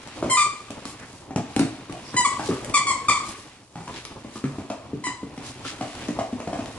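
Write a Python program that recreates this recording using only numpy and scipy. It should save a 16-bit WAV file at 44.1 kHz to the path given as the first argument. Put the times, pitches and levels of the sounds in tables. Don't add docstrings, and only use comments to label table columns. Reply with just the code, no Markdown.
import sys
import numpy as np
from scipy import signal
from scipy.fft import rfft, irfft, next_fast_len
from scipy.io import wavfile
from scipy.ndimage import map_coordinates

SR = 44100
rng = np.random.default_rng(int(sys.argv[2]) if len(sys.argv) > 2 else 0)


def master_out(mix):
    frames = np.transpose(np.atleast_2d(mix))
    ceiling = np.clip(frames, -1, 1)
    pcm = np.round(ceiling * 32767).astype(np.int16)
    wavfile.write(sys.argv[1], SR, pcm)


N = 298998

# frequency in Hz, spectral density in dB.
ROOM_TONE_SPECTRUM = [(20, 1), (60, -6), (125, -4), (300, -14), (1000, -17), (11000, -34)]
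# frequency in Hz, T60 in seconds.
ROOM_T60 = [(100, 0.16), (300, 0.39), (1100, 0.51), (2500, 0.46), (5000, 0.47), (10000, 0.31)]
# frequency in Hz, left-right coherence from 0 to 1.
COHERENCE = [(30, 1), (70, 1), (270, 0.95), (600, 0.83), (1200, 0.83), (2600, 0.45), (5500, 0.048),
             (11000, 0.13)]
# time in seconds, then padding, scraping and fleece gains in dB.
BUSTLE_LEVELS = [(0.0, -48, -47.5, -54), (0.13, -49, -43.5, -59), (0.2, -40.5, -45, -51.5),
                 (0.62, -52, -47.5, -53), (0.92, -46, -46, -56.5), (1.174, -48, -51, -50.5),
                 (1.366, -48, -57, -66), (1.514, -46, -45, -53), (1.88, -48, -47.5, -56.5),
                 (2.12, -43, -44, -50), (2.56, -40.5, -40, -44.5), (2.72, -39, -49, -54),
                 (3.34, -44, -42.5, -50.5), (3.4, -48.5, -47.5, -47), (3.522, -49, -48.5, -58),
                 (3.7, -54.5, -62, -60), (3.9, -44, -47.5, -50.5), (4.26, -48.5, -51, -58),
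                 (4.56, -42, -49, -53.5), (4.79, -49.5, -52.5, -61.5), (5.32, -49.5, -52.5, -59.5),
                 (5.43, -45.5, -44, -54.5), (5.64, -45.5, -47, -51.5), (5.99, -41.5, -40.5, -48),
                 (6.31, -46, -49, -55.5), (6.78, -39.5, -46, -50)]
# frequency in Hz, spectral density in dB.
PADDING_SPECTRUM = [(20, -17), (45, -8.5), (80, -0.5), (125, 2.5), (170, -5.5), (270, 1), (450, -5.5),
                    (750, -8), (1100, -8.5), (1700, -29), (4000, -55)]
SCRAPING_SPECTRUM = [(300, -22), (900, -3), (1500, -1), (2500, 0), (4000, -5), (6000, -12), (11000, -26)]
FLEECE_SPECTRUM = [(1500, -16), (3000, -4), (4600, 0), (7500, -1), (9500, -3), (11300, -6)]
CLAW_SPECTRUM = [(1000, 11), (2500, 4.5), (4500, 3), (8000, 0.5), (11000, -4)]
SKID_SPECTRUM = [(400, -3.5), (1200, 11.5), (2300, 11.5), (4000, 4), (8000, 4.5), (11000, -11)]
# peak time in seconds, level in dB, centre in Hz, half-width at -20 dB in octaves.
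SWISHES = [(.17, -46, 2600, 2.3), (.896, -42, 6000, 2.6), (1.039, -45.5, 1720, .8), (1.954, -41, 686, 0.5),
           (2.09, -46, 5200, .35), (2.471, -37, 4970, 1.8), (3.291, -37.5, 5900, 2.3),
           (3.971, -38, 2540, 2), (4.373, -42.5, 4450, 2.4), (5.48, -39.5, 4660, 1.9),
           (5.689, -34, 2920, 2.1), (6.032, -43, 2360, 1.7), (6.627, -50, 2550, 0.23)]
# start in seconds, relative level in dB.
CLAW_TICKS = [(0.0747, -33), (0.7062, -31), (0.8545, -24.5), (1.3615, -30.5), (1.5637, -20),
              (1.5939, -19.5), (1.925, -31), (2.6469, -27.5), (2.6972, -31), (4.0519, -30.5), (4.7008, -36),
              (5.6515, -40), (6.0847, -31), (6.6593, -33)]
# frequency in Hz, level in dB, T60 in seconds.
PLANK_MODES = [(121.2, -9.5, 0.25), (171, -9, 0.094), (249.3, -3, 0.065), (281.6, -1.5, 0.042),
               (374.4, -1.5, 0.031), (446, -11.5, 0.035)]
# multiple of the knock pitch, level in dB, T60 in seconds.
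KNOCK_MODES = [(1, 6, 0.031), (.72, -4, 0.017), (1.35, -17.5, 0.073), (1.8, -4, 0.013)]
# start in seconds, thud gain in dB, thud pitch in Hz,
# knock gain in dB, knock pitch in Hz, stumble fade time in seconds.
LANDINGS = [(.226, -18, 344, -23.5, 660, 0.04), (.258, -19.5, 277, -37, 710, 0.078),
            (.704, -26, 280, -38.5, 620, 0.013), (.853, -28, 263, -39, 1130, 0.019),
            (1.307, -27.5, 280, -35, 770, .015), (1.36, -12, 180, -26.5, 783, .015),
            (1.379, -18.5, 252, -31, 705, 0.022), (1.565, -10.5, 285, -33, 750, .012),
            (1.595, -8.5, 282, -29.5, 696, 0.076), (1.896, -23, 296, -42.5, 1210, 0.012),
            (2.142, -19, 285, -31, 970, .015), (2.395, -21.5, 298, -26.5, 920, 0.033),
            (2.489, -13, 390, -49, 770, .015), (2.5, -14.5, 266, -36, 615, 0.021),
            (2.511, -23, 224, -30.5, 1155, 0.027), (2.644, -37, 290, -36, 548, 0.013),
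            (2.697, -23, 282, -36, 600, .015), (3.756, -28, 166, -36.5, 826, 0.15),
            (3.877, -29.5, 169, -32.5, 917, 0.025), (4.246, -27.5, 277, -41.5, 630, .03),
            (4.357, -27, 276, -40, 1240, 0.018), (4.44, -14, 262, -35.5, 1174, 0.013),
            (4.584, -20.5, 290, -38.5, 680, .01), (4.702, -21.5, 287, -25.5, 652, 0.0099),
            (4.933, -17, 281, -58, 680, 0.012), (5.068, -24.5, 305, -32, 1042, 0.02),
            (5.231, -20.5, 290, -57, 990, 0.0089), (5.376, -26, 261, -41, 764, 0.019),
            (5.651, -35, 280, -35, 1316, 0.047), (5.81, -17, 281, -26, 740, 0.037),
            (6.087, -15.5, 277, -33, 595, 0.044), (6.189, -22, 253, -19.5, 640, 0.025),
            (6.328, -19.5, 242, -45, 620, 0.02), (6.401, -27.5, 273, -32.5, 617, .015),
            (6.474, -19.5, 182, -29.5, 645, 0.03), (6.53, -26, 307, -25.5, 686, .025),
            (6.589, -20, 262, -34, 630, 0.01)]
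# frequency in Hz, gain in dB.
REED_RESPONSE = [(1050, 0), (2200, -5), (3300, -15), (4600, -13), (5600, -16.5), (6300, -16), (7200, -5),
                 (8300, -6.5), (9400, -17), (10800, -29.5)]
# start, length and note swell in seconds, pitch in Hz, share of pitch lost,
# level in dB, overtone gain in dB, top whistle gain in dB, roughness from 0 to 1, reverb trim in dB.
SQUEAKS = [(.297, 0.066, 0.028, 1045, 0.068, -21.5, -2.5, 2, 0.2, 1),
           (.368, 0.068, 0.0061, 1202, 0.036, -17.5, -2.5, -2.5, 0.48, -1.5),
           (2.164, .052, 0.023, 1003, 0.048, -19.5, -0.5, -0.5, 0.14, -2.5),
           (2.246, 0.022, 0.0056, 1144, 0.16, -15.5, -7, 2.5, .12, -2),
           (2.738, .043, 0.0056, 1185, 0.16, -17.5, -0.5, -3, 0.58, -.5),
           (2.867, 0.058, 0.0035, 1124, .13, -21.5, -2, -2, 0.47, -1),
           (3.083, 0.018, 0.0022, 1213, 0.19, -13.5, -2.5, -3, 0.3, -0.5),
           (3.107, 0.027, 0.006, 1189, 0.12, -25.5, 5.5, -6, 0.56, -0.5),
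           (3.153, 0.028, 0.0028, 1128, .1, -24.5, -6, -3, 0.52, -3),
           (5.037, 0.047, .0026, 1012, 0.093, -32.5, 2, -3.5, 0.48, 1.5)]


def amp(db):
    return 10 ** (np.asarray(db) / 20)


def unit_rms(x):
    return x / np.sqrt(np.mean(x ** 2) + 1e-20)


def log_interp(points, hz):
    knots_hz, values = np.transpose(points)
    return np.interp(np.log(hz + 1), np.log(knots_hz + 1), values)


def wobble(rate_hz, size):
    knots = rng.standard_normal(size // 4 + 8)
    return map_coordinates(knots, [np.arange(size) * rate_hz / SR], order=2, mode="wrap")


def filtered(x, response):
    size = x.shape[-1]
    padded = next_fast_len(size + 4096)
    return irfft(rfft(x, padded) * response(np.fft.rfftfreq(padded, 1 / SR)), padded)[..., :size]


def shaped(x, spectrum):
    return filtered(x, lambda hz: amp(log_interp(spectrum, hz)))


def add(track, start_s, sound):
    part = track[:, max(round(start_s * SR), 0):][:, :sound.shape[-1]]
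    part += sound[..., :part.shape[-1]]


def diffuse_noise(size):
    def mid_side_gains(hz):
        angle = np.arccos(np.clip(log_interp(COHERENCE, hz), -1, 1)) / 2
        return np.array([np.cos(angle), np.sin(angle)])
    mid, side = filtered(rng.standard_normal((2, size)), mid_side_gains)
    return np.array([mid + side, mid - side])


def in_room(sound, wet_db, early_db, gap_s):
    hz, t, spectra = signal.stft(diffuse_noise(SR // 2), SR, nperseg=256)
    decay = amp(-60 * t / log_interp(ROOM_T60, hz)[:, None])
    early_boost = 1 + amp(early_db - 60 * t / 0.1)
    tail = signal.istft(spectra * decay * early_boost, SR, nperseg=256)[1]
    tail *= np.clip(np.arange(tail.shape[1]) / SR / gap_s - 1, 0, 1)
    out = signal.fftconvolve(sound[None], tail, axes=1)
    out *= amp(wet_db) * np.linalg.norm(sound) / np.sqrt(np.sum(out ** 2) / 2)
    out[:, :len(sound)] += sound
    return out


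def room_tone(level_db=-71):
    return amp(level_db) * unit_rms(shaped(rng.standard_normal((2, N)), ROOM_TONE_SPECTRUM))


def rustle(spectrum, grain_db, grain_hz):
    catches = amp(grain_db * wobble(grain_hz, N))
    return unit_rms(shaped(diffuse_noise(N) * catches, spectrum))


def bustle():
    times_s, *levels_db = np.transpose(BUSTLE_LEVELS)
    padding_db, scraping_db, fleece_db = [np.interp(np.arange(N) / SR, times_s, db) for db in levels_db]
    padding = amp(padding_db + 2.5) * rustle(PADDING_SPECTRUM, grain_db=3.5, grain_hz=41)
    scraping = amp(scraping_db - 1.8) * rustle(SCRAPING_SPECTRUM, grain_db=1.5, grain_hz=380)
    patter = amp(scraping_db - 9) * rustle(CLAW_SPECTRUM, grain_db=5, grain_hz=150)
    fleece = amp(fleece_db + 2.5) * rustle(FLEECE_SPECTRUM, grain_db=2.1, grain_hz=400)
    return padding + scraping + patter + fleece


def swishes(half_length_s=0.06):
    out, t = np.zeros((2, N)), np.arange(SR // 2) / SR
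    swell = np.exp(-2 * (t / half_length_s - 2) ** 2)
    for peak_s, level_db, centre_hz, width_oct in SWISHES:
        grains = diffuse_noise(len(t)) * amp(2.1 * wobble(344.2, len(t)))
        rush = filtered(grains, lambda hz: amp(-20 * (np.log2((hz + 1) / centre_hz) / width_oct) ** 2))
        add(out, peak_s - 2 * half_length_s, amp(level_db) * unit_rms(rush) * swell)
    return out


def claw_ticks(t60_s=0.006):
    out, t = np.zeros((2, N)), np.arange(SR // 40) / SR
    for start_s, level_db in CLAW_TICKS:
        snap = rng.standard_normal((2, len(t))) * amp(-60 * t / t60_s)
        click = shaped(snap, CLAW_SPECTRUM)
        click *= amp(level_db + 11) / np.abs(click).max()
        add(out, start_s, click)
        add(out, start_s, in_room(amp(-6.5) * click[0], wet_db=9, early_db=-18, gap_s=0.00097))
    return out


def floor_ring(modes, t, spread):
    hz, level_db, t60_s = np.transpose(modes)[:, :, None]
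    detune, strength = rng.standard_normal((2, len(modes), 1))
    polarity = (-1) ** np.arange(len(modes))[:, None]
    decay = amp(level_db + 2.23 * strength - 60 * t / t60_s)
    ring = np.sum(polarity * decay * np.sin(2 * np.pi * hz * np.exp(spread * detune) * t), axis=0)
    return ring / np.abs(ring).max()


def contact(t, thud_db, thud_hz, knock_db, knock_hz):
    spot = np.sin(2 * np.pi * thud_hz * t) * amp(-60 * t / 0.05) * (1 - np.exp(-t / 0.0022))
    thud = amp(thud_db + 4) * spot + amp(thud_db - 5.5) * floor_ring(PLANK_MODES, t, spread=0.085)
    knock_modes = np.multiply(KNOCK_MODES, [knock_hz, 1, 1])
    knock = amp(knock_db + 7.5) * floor_ring(knock_modes, t, spread=0.053)
    scratch = unit_rms(shaped(rng.standard_normal(len(t)), SKID_SPECTRUM))
    grip = amp(2.9 * wobble(290, len(t))) * (1 - np.exp(-t / 0.00082))
    skid_db = -13.5 + 0.61 * knock_db + 0.28 * thud_db
    skid_decay = amp(-60 * t / 0.018) + amp(-5.5 - 60 * t / 0.11)
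    skid = amp(skid_db) * scratch * grip * skid_decay
    return np.array([thud, knock + skid])


def stumble(thud_db, thud_hz, knock_db, knock_hz, fade_s, contacts=4, gap_s=0.017, fade_db=20.5):
    t = np.arange(SR // 6) / SR
    out = contact(t, thud_db, thud_hz, knock_db, knock_hz)
    for k in range(1, contacts):
        delay_s = gap_s * (k + 0.11 * rng.standard_normal())
        loss_db = fade_db * k * gap_s / fade_s
        add(out, delay_s, contact(t, thud_db - loss_db, thud_hz, knock_db - loss_db - 3.5, knock_hz))
    return out


def landings(low_cut_hz=55):
    out = np.zeros((2, N))
    for start_s, thud_db, thud_hz, knock_db, knock_hz, fade_s in LANDINGS:
        thud, knock = stumble(thud_db, thud_hz, knock_db, knock_hz, fade_s)
        add(out, start_s, in_room(thud, wet_db=-4.5, early_db=4.5, gap_s=0.009))
        add(out, start_s, in_room(knock, wet_db=1.5, early_db=-0.5, gap_s=0.0049))
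    radiated = filtered(out, lambda hz: (1j * hz / (1j * hz + low_cut_hz)) ** 2)
    return radiated * amp([[0.4], [-0.4]])


def toy_squeaks(attack_s=0.0035):
    out, t = np.zeros((2, N)), np.arange(SR // 7) / SR
    harmonics = np.arange(1, 11)[:, None]
    for start_s, length_s, swell_s, hz, sag, level_db, overtone_db, whistle_db, rough, wet_db in SQUEAKS:
        spent = np.clip(t / length_s, 0, 1)
        pitch_hz = hz * (1 - sag * spent ** 3) * (1 + 0.038 * rough * wobble(721, len(t)))
        phase = 2 * np.pi * np.cumsum(pitch_hz) / SR
        pressure = amp(level_db) * np.clip(t / attack_s, 0, 1) * np.sqrt(1 - spent ** 4)

        def reed_gain(f_hz):
            vent_db = whistle_db * np.interp(f_hz, [6000, 7200], [0, 1])
            return amp(log_interp(REED_RESPONSE, f_hz) + vent_db)
        partials = np.sqrt(2) * reed_gain(harmonics * pitch_hz) * np.sin(harmonics * phase)
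        flutter = 1 + 0.5 * rough * wobble(422, len(t))
        air = unit_rms(filtered(rng.standard_normal(len(t)), lambda f: reed_gain(f) * (f > 1800)))
        buzz = amp(overtone_db) * (partials[1:].sum(axis=0) * flutter + amp(-12) * rough * air)
        note = partials[0] * np.clip(t / swell_s, 0, 1)
        room_note = in_room(pressure * note, wet_db=wet_db - 1, early_db=6, gap_s=0.013)
        room_buzz = in_room(pressure * buzz, wet_db=wet_db + 2, early_db=0, gap_s=0.003)
        add(out, start_s, room_note * amp([[1.5], [-1.5]]))
        add(out, start_s, room_buzz * amp([[0.4], [-0.4]]))
    return out


def scene(left_lead_s=6.3e-5):
    play = toy_squeaks() + landings() + claw_ticks() + swishes() + bustle()
    placed = filtered(play, lambda hz: np.exp(1j * np.pi * hz * left_lead_s * np.array([[1], [-1]])))
    return placed + room_tone()


def record(dry):
    cutoff_hz, hz_per_db = 11050, 12
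    return filtered(dry, lambda hz: amp(-np.clip((hz - cutoff_hz) / hz_per_db, 0, 120)))


dry = scene()
out = record(dry)
master_out(out)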